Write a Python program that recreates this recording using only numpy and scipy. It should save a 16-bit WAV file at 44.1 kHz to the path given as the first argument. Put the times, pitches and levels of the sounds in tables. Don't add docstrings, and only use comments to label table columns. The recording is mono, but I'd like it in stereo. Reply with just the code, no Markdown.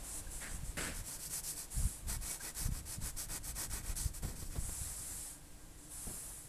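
import sys
import numpy as np
from scipy import signal
from scipy.fft import rfft, irfft, next_fast_len
from scipy.io import wavfile
from scipy.ndimage import uniform_filter1d, map_coordinates

SR = 44100
rng = np.random.default_rng(int(sys.argv[2]) if len(sys.argv) > 2 else 0)


def log_audio(samples):
    frames = np.atleast_2d(samples).T
    limited = np.clip(frames, -1, 1)
    pcm = np.round(limited * 32767).astype(np.int16)
    wavfile.write(sys.argv[1], SR, pcm)


N = 285768
TIME = np.arange(N) / SR

# pitch_hz [Hz], level_db [dB]
PANE_COLOUR = [(150, 0.5), (300, 0.5), (700, -0.5), (1100, 1), (2000, -3), (2800, -12.5), (3500, -5),
               (6000, -22.5)]


def amp(db):
    return 10 ** (np.asarray(db) / 20)


def unit(pair):
    middle = pair.mean(axis=0)
    return pair / np.sqrt(np.mean(middle ** 2) + 1e-20)


def along(points, hz):
    f, v = np.transpose(points)
    return np.interp(np.log(hz + 1), np.log(f + 1), v)


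def wobble(rate):
    knots = rng.standard_normal(int(N * rate / SR) + 4)
    return map_coordinates(knots, [TIME * rate])


def filtered(x, response):
    m = next_fast_len(N + SR // 2)
    hz = np.fft.rfftfreq(m, 1 / SR)
    return irfft(rfft(x, m) * response(hz), m)[..., :N]


def panned(lead_db):
    lead = np.atleast_1d(lead_db)
    gains = amp(np.array([lead, -lead]) / 2)
    return gains / np.sqrt(np.mean(gains ** 2, axis=0))


def noise():
    return rng.standard_normal((2, N))


def grains(rate, spread_db):
    happens = rng.random((2, N)) < rate / SR
    return happens * np.sign(noise()) * amp(spread_db * noise())


def patchy(pair, depth_db):
    z = signal.stft(pair, nperseg=512)[2]
    field = rng.standard_normal(z.shape)
    field = uniform_filter1d(field, size=7, axis=1)
    field = uniform_filter1d(field, size=7, axis=2)
    gain = amp(depth_db * field / field.std())
    return signal.istft(z * gain, nperseg=512)[1][:, :N]


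def heard(pair, spectrum, alike=None):
    # pitch_hz [Hz], likeness [1 = the same, 0 = unrelated]
    usual_likeness = [(30, 1), (250, 0.81), (700, 0.33), (2000, 0.0032), (5000, 0), (14000, 0)]
    # pitch_hz [Hz], width_hz [Hz]
    port_cavities = [(9960, 2030), (7914, 1250)]
    likeness = usual_likeness if alike is None else alike

    def blend(hz):
        turn = np.arccos(np.clip(along(likeness, hz), -1, 1)) / 2
        return amp(along(spectrum, hz)) * [np.cos(turn), np.sin(turn)]

    def cavity(hz):
        return np.array([c * c / (c * c - hz * hz + 1j * hz * width) for c, width in port_cavities])

    mid, side = filtered(pair, blend)
    return unit(filtered(np.array([mid + side, mid - side]), cavity))


def burst(start, rise, hold, t60):
    age = TIME - start
    fade_age = np.maximum(age - rise - hold, 0)
    return np.clip(age / rise, 0, 1) * amp(-60 * fade_age / t60)


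def stroke(start, fastest, end, landing):
    span = slice(int(start * SR), int(end * SR))
    progress = np.interp(TIME[span], [start, fastest, end], [landing, .5, 1])
    return span, progress, np.abs(np.sin(np.pi * progress))


def outdoors(hums_db=-3, lead_db=-0.5):
    # pitch_hz [Hz], level_db [dB]
    air_colour = [(20, 22), (60, 11), (150, 3.5), (220, 3), (295, 5.5), (380, 0.5), (700, 1), (1300, -3.5),
                  (2500, -6), (5000, -9), (8000, -13), (14000, -8)]
    # [dB, before hums_db]
    hum_bands = [(154.2, 11.5, -63.5), (296.4, 13.6, -65), (476, 7.6, -74), (935, 14, -79.5),
                 (1600, 19, -75.5), (1934, 25, -80.5)]
    settled_db, ebb_db, ebb_s = -56.5, 6.5, 1.42

    def bands(hz):
        total = 0
        for c, width, db in hum_bands:
            even_level = np.sqrt(SR / (np.pi * width))
            total = total + amp(db) * even_level / (1 + 2j * (hz - c) / width)
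        return total

    hums = filtered(noise()[0], bands)
    rumble = amp(settled_db + ebb_db * np.exp(-TIME / ebb_s)) * heard(noise(), air_colour)
    return panned(lead_db) * (rumble + amp(hums_db) * hums)


def wind(buffet_db=-2, lump_db=2.5, linger=1.15):
    # pitch_hz [Hz], level_db [dB]
    buffet_colour = [(12, -6.5), (30, 2.5), (55, -1.5), (90, -7), (150, -14.5), (230, -21.5), (400, -59),
                     (1000, -81)]
    # strongest_s [s], half_length_s [s], level_db [dB, before buffet_db], left_lead_db [dB]
    gust_list = [(0.3, 0.25, -49, -6), (0.564, 0.06, -39, -24), (0.79, 0.13, -46.5, 10),
                 (0.984, 0.032, -42, -2), (1.33, 0.14, -51.5, -12), (1.813, 0.044, -30.5, -27),
                 (2.123, 0.081, -40, -27), (2.69, 0.064, -36, -18), (3.04, 0.12, -41.5, -13),
                 (3.313, 0.049, -43, -22), (3.724, 0.24, -43.5, -6), (3.986, 0.084, -40, -17),
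                 (4.27, 0.038, -39, -8), (4.546, 0.16, -42, -17), (4.86, 0.072, -46.5, -7),
                 (5.17, 0.053, -48.5, -12), (5.717, 0.055, -52.5, -14)]
    # middle_s [s], width_s [s], strength_db [dB], left_lead_db [dB]
    eddy_list = [(0.636, 0.0017, -30, -28), (.693, 0.0049, -30, 22), (1.854, 0.0017, -26.5, -23),
                 (2.66, 0.0029, -21.5, -29), (2.691, 0.0013, -28, -29), (2.723, 0.0021, -24.5, -24),
                 (2.987, 0.0015, -29.5, -24), (4.062, 0.0025, -20, -27), (4.589, 0.0023, -24, -37),
                 (4.69, 0.0027, -28.5, -20), (4.818, 0.0023, -28, -29)]
    breeze_db, breeze_lead_db = -56.5, -3.5
    power = (amp(breeze_db) * panned(breeze_lead_db)) ** 2 * np.ones(N)
    for centre, half, db, lead_db in gust_list:
        u = (TIME - centre) / half
        swell = np.exp(-np.where(u < 0, u, u / linger) ** 2)
        power += (amp(db) * panned(lead_db)) ** 2 * swell
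    lumps = amp(lump_db * np.array([wobble(22), wobble(22)]))
    buffeting = unit(lumps * heard(noise(), buffet_colour, [(50, 0.047)]))
    out = amp(buffet_db) * np.sqrt(power) * buffeting
    for centre, width, strength_db, lead_db in eddy_list:
        u = (TIME - centre) / width
        out += amp(strength_db) * panned(lead_db) * u * np.exp(-u * u / 2)
    return out


def sleeve(landing=0.17, growth=1.06, attack_s=0.023):
    # start_s [s], fastest_s [s], end_s [s], level_db [dB], left_lead_db [dB]
    arm_moves = [(0.023, 0.182, 0.22, -45.5, -2), (0.295, 0.32, 0.5, -48, -1),
                 (0.475, 0.547, 0.59, -50, -5), (0.628, 0.673, 0.75, -52.5, -3),
                 (1.697, 1.79, 2.046, -44.5, 0.5), (4.572, 4.784, 5.23, -44.5, -0.5),
                 (4.96, 5.19, 5.406, -46, 0.5), (5.767, 5.838, 6.2, -59.5, -5), (5.892, 6.08, 6.57, -47, 4)]
    # pitch_hz [Hz], level_db [dB]
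    nylon_colour = [(200, -17), (700, 3.5), (2000, 1), (3000, -2.5), (5000, 1), (7000, 1.5), (9500, 5),
                    (12000, 4.5), (14000, 2)]
    sweep_db = 2.5
    power = np.zeros((2, N))
    for start, fastest, end, db, lead_db in arm_moves:
        span, progress, speed = stroke(start, fastest, end, landing)
        contact = np.clip((TIME[span] - start) / attack_s, 0, 1)
        sides = panned(lead_db + sweep_db * (progress - .5))
        power[:, span] += (amp(db) * contact * speed ** growth * sides) ** 2
    threads = patchy(grains(rate=25000, spread_db=2), depth_db=1.3)
    return np.sqrt(power) * heard(threads, nylon_colour)


def squeaks(waver=0.032):
    # [dB, peak]
    chirps = [(0.269, 0.0088, 1600, -52.5), (2.403, 0.016, 1580, -45), (2.464, 0.046, 1975, -53)]
    out = np.zeros(N)
    for start, length, hz, db in chirps:
        swell = np.sin(np.pi * np.clip((TIME - start) / length, 0, 1))
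        pitch_hz = hz * (1 + waver * wobble(400))
        out += amp(db) * swell * np.sin(2 * np.pi * np.cumsum(pitch_hz) / SR)
    return out


def scuffs():
    # start_s [s], rise_s [s], hold_s [s], t60_s [s], level_db [dB]
    shoe_drags = [(0.4, 0.024, 0.012, 0.52, -46), (0.769, 0.0028, 0.09, 0.4, -40.5),
                  (0.846, 0.0024, 0.0026, 0.025, -52)]
    # pitch_hz [Hz], level_db [dB]
    grit_colour = [(60, -19), (170, 11), (350, 3), (600, 4), (900, -1), (1200, 1.5), (1550, 7.5),
                   (2200, 3.5), (3200, -3), (4500, -5), (6500, -11.5), (9000, -10.5), (14000, -11.5)]
    drag = sum(amp(db) * burst(s, rise, hold, t60) for s, rise, hold, t60, db in shoe_drags)
    grit = patchy(grains(rate=7000, spread_db=2.5), depth_db=1.5)
    unevenness = amp(0.68 * wobble(119.7))
    return drag * unevenness * heard(grit, grit_colour, [(200, 0.73), (2000, 0.15), (6000, 0.13)])


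def scratching(landing=0.12, roundness=1.73, saturation=1.02, body_growth=0.75):
    # [dB relative to the hiss column, before body_db]
    nail_strokes = [(0.93, 0.976, 1.035, -48.5, -12), (1.039, 1.104, 1.203, -45, -15),
                    (1.186, 1.252, 1.305, -44.5, -20), (1.296, 1.363, 1.424, -40, -18.5),
                    (1.431, 1.48, 1.568, -41, -21), (1.552, 1.591, 1.68, -44.5, -16.5),
                    (2.069, 2.124, 2.187, -41.5, -11.5), (2.21, 2.304, 2.401, -42, -13.5),
                    (2.397, 2.464, 2.535, -44.5, -9), (2.547, 2.612, 2.71, -41.5, -13.5),
                    (2.708, 2.773, 2.824, -48, -10), (2.855, 2.922, 2.99, -45, -14),
                    (3.006, 3.069, 3.13, -44, -12), (3.163, 3.2, 3.28, -42, -14.5),
                    (3.286, 3.354, 3.4, -43, -10), (3.43, 3.496, 3.535, -44.5, -14),
                    (3.55, 3.618, 3.687, -41.5, -11.5), (3.698, 3.739, 3.838, -44.5, -10),
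                    (3.828, 3.903, 3.95, -47, -8.5), (3.956, 3.977, 4.125, -41.5, -16),
                    (4.135, 4.16, 4.21, -47.5, -16), (4.222, 4.229, 4.39, -49.5, -10),
                    (4.355, 4.39, 4.55, -51.5, -16.5), (4.501, 4.56, 4.606, -51.5, -11)]
    # pitch_hz [Hz], level_db [dB]
    crystal_colour = [(1500, -17), (3000, -7), (3800, -9.5), (4200, -2.5), (5000, -2), (5700, -2),
                      (7100, -6.5), (8500, -4.5), (10000, -1), (11000, -1.5), (12500, 2), (14200, -0.5)]
    # pitch_hz [Hz], right_lead_db [dB]
    glass_shade = [(1000, 2), (3400, 1.5), (4500, 4.5), (5800, 4.5), (7500, 1), (9500, 3.5), (11000, 6),
                   (12500, 13), (14000, 10.5)]
    # pitch_hz [Hz], width_hz [Hz], lift_db [dB]
    pane_modes = [(910, 39, 5), (1500, 150, 4.5), (1892, 116, 7.5), (2260, 90, 10), (2513, 104, 13)]
    hiss_db, body_db, flake_db = -0.2, 2.1, -8
    nail_lead_db = -1.5
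    hiss, body = np.zeros(N), np.zeros(N)
    for start, fastest, end, db, pane_db in nail_strokes:
        span, _, speed = stroke(start, fastest, end, landing)
        scrape = np.tanh(saturation * speed ** roundness) / np.tanh(saturation)
        hiss[span] += amp(db + hiss_db) * scrape
        body[span] += amp(db + pane_db + body_db) * scrape ** body_growth

    def shade(hz):
        lead = along(glass_shade, hz)
        return amp(np.array([-lead, lead]) / 2)

    def modes(hz):
        return amp(sum(db / (1 + (2 * (hz - c) / width) ** 2) for c, width, db in pane_modes))

    powder = unit(grains(rate=18000, spread_db=3.0))
    flakes = unit(grains(rate=700, spread_db=-4))
    snaps = patchy(powder + amp(flake_db) * flakes, depth_db=1.3)
    frost = unit(filtered(heard(snaps, crystal_colour), shade))
    rubbing = filtered(grains(rate=5000, spread_db=3), modes)
    pane = unit(filtered(heard(rubbing, PANE_COLOUR), shade))
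    catching = amp(0.7 * wobble(260) + 0.7 * wobble(60))
    return catching * (hiss * panned(nail_lead_db) * frost + body * pane)


def bumps(rise=0.0017, hold=0.0045):
    # start_s [s], level_db [dB], t60_s [s], rub_level_db [dB relative to the thud]
    hand_bumps = [(4.231, -43.5, 0.12, -12), (4.248, -47, 0.085, -10), (4.281, -47, 0.52, -14),
                  (4.42, -50.5, 0.074, -4.5), (4.554, -42, 0.13, -10.5), (4.691, -43, 0.017, -12),
                  (6.068, -42.5, 0.37, -32)]
    # pitch_hz [Hz], level_db [dB]
    thud_colour = [(30, -2), (70, -5.5), (150, -4), (260, -10.5), (460, -16.5), (750, -21.5), (1500, -39),
                   (4000, -69)]
    thud, rub = np.zeros(N), np.zeros(N)
    for s, db, t60, rub_db in hand_bumps:
        push = amp(db) * burst(s, rise, hold, t60)
        thud += push
        rub += amp(rub_db) * push
    return thud * heard(noise(), thud_colour, [(200, 0.75)]) + rub * heard(noise(), PANE_COLOUR)


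def scene():
    return outdoors() + wind() + sleeve() + squeaks() + scuffs() + scratching() + bumps()


def record(dry):
    top_hz = 14330
    return filtered(dry, lambda hz: np.clip((top_hz - hz) / 200 + .5, 0, 1))


dry = scene()
out = record(dry)
log_audio(out)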